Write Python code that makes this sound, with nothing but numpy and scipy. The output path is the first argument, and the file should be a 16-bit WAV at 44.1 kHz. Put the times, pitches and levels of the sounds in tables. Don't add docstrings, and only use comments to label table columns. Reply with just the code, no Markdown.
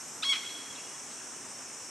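import sys
import numpy as np
from scipy import signal
from scipy.fft import rfft, irfft
from scipy.io import wavfile
from scipy.ndimage import uniform_filter1d

SR = 44100
rng = np.random.default_rng(int(sys.argv[2]) if len(sys.argv) > 2 else 0)


def pcm_store(signal):
    levels = np.round(np.clip(np.atleast_2d(signal), -1, 1) * 32767)
    wavfile.write(sys.argv[1], SR, levels.astype(np.int16).T)


N = 83790
T = np.arange(N) / SR
HZ = np.fft.rfftfreq(N, 1 / SR)
CUTOFF_HZ = 15700

# f/Hz, gain/dB
BREATH_THROAT = [(500, -40), (900, -23), (1300, -5), (1800, -7.5), (2400, -4.5), (3200, 0), (4100, -1.5),
                 (5200, 0), (7000, -18), (14000, -37)]


def amp(db):
    return 10 ** (np.asarray(db) / 20)


def unit(x):
    return x / np.sqrt(np.mean(x ** 2) + 1e-20)


def read(spectrum, hz):
    f, value = np.transpose(spectrum)
    return np.interp(np.log(hz + 1), np.log(f + 1), value)


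def curves(table):
    times, *columns = np.transpose(table)
    return [np.interp(T, times, column) for column in columns]


def gate(table, edge_s=0.0024):
    return np.clip(np.minimum(T - table[0][0], table[-1][0] - T) / edge_s + .5, 0, 1)


def colour(x, spectrum):
    return irfft(rfft(x) * unit(amp(read(spectrum, HZ))), N)


def wander(rate_hz):
    return unit(irfft(rfft(rng.standard_normal(N)) * np.exp(-.5 * (HZ / rate_hz) ** 2), N))


def fuzzy_tone(hz, width_hz):
    phase = 2 * np.pi * np.cumsum(hz * np.ones(N)) / SR
    return unit(wander(width_hz / 2) * np.cos(phase) + wander(width_hz / 2) * np.sin(phase))


def wash(spectrum, level_db, patchy_db, swell_db):
    # f/Hz, correlation
    likeness = [(60, 0.99), (300, 0.99), (700, 0.92), (1500, 0.94), (3000, 0.81), (6000, 0.82),
                (9000, 0.52), (14000, 0.45)]
    hz, _, noise = signal.stft(rng.standard_normal((2, N)), SR, nperseg=512)
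    same = read(likeness, hz)[:, None]
    mid, side = noise[0] * np.sqrt(1 + same), noise[1] * np.sqrt(1 - same)
    patches = uniform_filter1d(rng.standard_normal(mid.shape), size=5, axis=0)
    patches = unit(uniform_filter1d(patches, size=12, axis=1))
    patchy = np.array([mid + side, mid - side]) * amp(patchy_db * patches)
    pair = signal.istft(patchy, SR, nperseg=512)[1][:, :N]
    return amp(level_db) * unit(colour(pair, spectrum) * amp(swell_db * wander(9.6)))


def distant_air():
    # f/Hz, relative level/dB
    spectrum = [(25, -46), (45, -25), (70, -14), (140, -5.5), (205, -5.5), (260, 2), (320, -2.5),
                (390, -1.5), (540, -5), (1000, -2.5), (1700, -5), (2800, -8), (3700, -14), (5000, -16),
                (10000, -29), (15500, -38)]
    return wash(spectrum, level_db=-49.5, patchy_db=1.1, swell_db=0.26)


def insect_chorus():
    # f/Hz, relative level/dB
    spectrum = [(4000, -47), (4900, -13), (5500, 0.5), (6300, -1), (7200, -3), (8400, -2), (9000, -6),
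                (9700, -14.5), (10700, -24), (11500, -19.5), (12700, -32), (13800, -29), (15500, -42)]
    return wash(spectrum, level_db=-44.5, patchy_db=1.06, swell_db=0.01)


def high_insect():
    # t/s, centre f/Hz, level/dB
    buzz = [(0, 11300, -63.5), (.55, 11260, -61.5), (.8, 11050, -66), (1.05, 11000, -65), (1.2, 11100, -77)]
    hz, db = curves(buzz)
    left, both, right = [fuzzy_tone(hz, width_hz=500) for _ in range(3)]
    return amp(db) * unit(np.array([left + both, right + both]))


def far_chirps():
    # t/s, length/s, f/Hz, width/Hz, level/dB
    chirps = [(.748, .022, 3750, 400, -49), (0.755, 0.067, 2710, 446, -52), (0.797, .22, 2880, 110, -59.5)]
    return sum(amp(db) * np.sin(np.pi * np.clip((T - start) / length, 0, 1)) * fuzzy_tone(hz, width)
               for start, length, hz, width, db in chirps)


def rustle():
    # t/s, level/dB
    stir = [(1.06, -85), (1.12, -55), (1.17, -68), (1.3, -85)]
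    # f/Hz, relative level/dB
    leaves = [(1200, -25), (2600, 0), (4400, 4), (8000, -19), (13000, -40)]
    return gate(stir) * amp(curves(stir)[0]) * colour(rng.standard_normal(N), leaves)


def scatter(decay_s, width=0.19):
    mid, side = rng.standard_normal((2, N)) * np.exp(-T / decay_s)
    return unit(np.array([mid + width * side, mid - width * side])) / np.sqrt(N)


def forest(call, tail_db=-11.5, foliage_db=-10):
    # delay/s, level/dB
    echoes = [(.024, -12.5), (.052, -16), (.108, -15), (.150, -25.5), (.258, -19.5), (.315, -25),
              (.41, -26.5)]
    # f/Hz, time to fall 60 dB/s
    t60 = [(1000, 0.75), (2200, 1.4), (3300, 1.68), (5500, 2.2), (11000, 0.7)]
    hz, t, diffuse = signal.stft(scatter(decay_s=np.inf), SR, nperseg=256)
    decay = amp(-60 * t / read(t60, hz)[:, None])
    tail = signal.istft(diffuse * decay, SR, nperseg=256)[1][:, :N]
    response = amp(tail_db) * unit(tail) / np.sqrt(N) + amp(foliage_db) * scatter(decay_s=0.023)
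    for delay, db in echoes:
        response += amp(db) * np.roll(scatter(decay_s=0.0065), round(delay * SR), axis=1)
    return signal.fftconvolve(call[None], response, axes=1)[:, :N]


def voice(pitch, throat, rough, jitter, lift_db):
    lag_rad = 0.569
    phase = 2 * np.pi * np.cumsum(pitch * (1 + jitter * wander(300))) / SR
    gains = [amp(read(throat, k * pitch)) * (k * pitch < CUTOFF_HZ) for k in range(1, 14)]
    tone = sum(gain * amp(lift_db(k)) * np.cos(k * phase - lag_rad * k * k)
               for k, gain in enumerate(gains, 1))
    throat_rms = np.sqrt(sum(gain ** 2 for gain in gains) / 2)
    puffs = colour(rng.standard_normal(N) * (1 + np.cos(phase)), BREATH_THROAT)
    return tone / throat_rms + rough * puffs


def squeak():
    # t/s, f/Hz, level/dB
    sweep = [(.2245, 1168, -35), (.229, 1214, -33.5), (.2338, 1320, -27.5), (.2375, 1568, -33.5),
             (.243, 1760, -32), (.245, 2094, -34), (.248, 2160, -32), (.253, 2120, -38)]
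    # f/Hz, gain/dB
    throat = [(1000, -18), (1600, -4.5), (2200, -13), (2800, -3.5), (3400, 2.5), (4000, -0.5), (5000, -6.5),
              (6200, -22), (12000, -43)]
    pitch, db = curves(sweep)
    lift_db = lambda k: -14 * (k > 3)
    return gate(sweep) * amp(db) * voice(pitch, throat, rough=0.21, jitter=0.011, lift_db=lift_db)


def nasal_note():
    # t/s, f/Hz, level/dB, lift of harmonic 2/dB, lift above harmonic 4/dB
    held = [(.248, 1091, -36, 4, 3), (.262, 1096, -34, -0.5, 4), (.284, 1104, -30, -7.5, -3.5),
            (.298, 1109, -24.5, 2, 1), (.310, 1121, -28.5, 0, 2.5), (.319, 1092, -26.5, 4, 1.5),
            (.3245, 1073, -25, 7, -5), (.3285, 1090, -36.5, 18.5, -5)]
    # f/Hz, gain/dB
    throat = [(1100, -18), (2200, -11.5), (3200, 1.5), (3400, -1), (4400, -21), (5500, -13.5),
              (6600, -20.5), (7800, -19.5), (8800, -24.5), (10000, -29.5), (11000, -34.5), (14000, -50)]
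    pitch, db, second_db, upper_db = curves(held)
    first_db = -26.5 - db
    fourth_db = 21 * np.exp(-np.maximum(T - held[0][0], 0) / .025)
    lift_db = lambda k: {1: first_db, 2: second_db, 3: 0, 4: fourth_db}.get(k, upper_db)
    return gate(held) * amp(db) * voice(pitch, throat, rough=0.056, jitter=0.0025, lift_db=lift_db)


def rasp(pulses_per_s=520, uneven=.35, breath=0.42, snap_s=.3315):
    # t/s, level/dB
    effort = [(.322, -49), (.331, -29), (.336, -33.5), (.341, -32.5), (.350, -41), (.357, -36),
              (.372, -45.5)]
    # f/Hz, width/Hz, relative level/dB
    resonances = [(1300, 270, -7), (2200, 230, -3.5), (2480, 210, -1.5), (3280, 320, 3.5), (4180, 450, 0.5)]
    cycles = np.cumsum(pulses_per_s * np.exp(uneven * wander(250))) / SR
    pulses = unit(np.diff(np.floor(cycles), prepend=0))
    drive = gate(effort) * amp(curves(effort)[0]) * unit(pulses + breath * rng.standard_normal(N))
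    ring = sum(amp(db) * np.exp(-np.pi * width * T) * np.sin(2 * np.pi * hz * T)
               for hz, width, db in resonances)
    ringing = signal.fftconvolve(drive, unit(ring) / np.sqrt(N))[:N]
    direct = amp(-2.5) * drive
    direct[round(snap_s * SR)] -= amp(-12.5)
    return colour(direct + ringing / 2, BREATH_THROAT)


def scene():
    call = squeak() + nasal_note() + rasp()
    bed = distant_air() + insect_chorus()
    return bed + call + forest(call) + high_insect() + far_chirps() + rustle()


def record(dry):
    lowpass = signal.firwin(511, CUTOFF_HZ, window=("kaiser", 9), fs=SR)
    return signal.oaconvolve(dry, lowpass[None], "same")


dry = scene()
out = record(dry)
pcm_store(out)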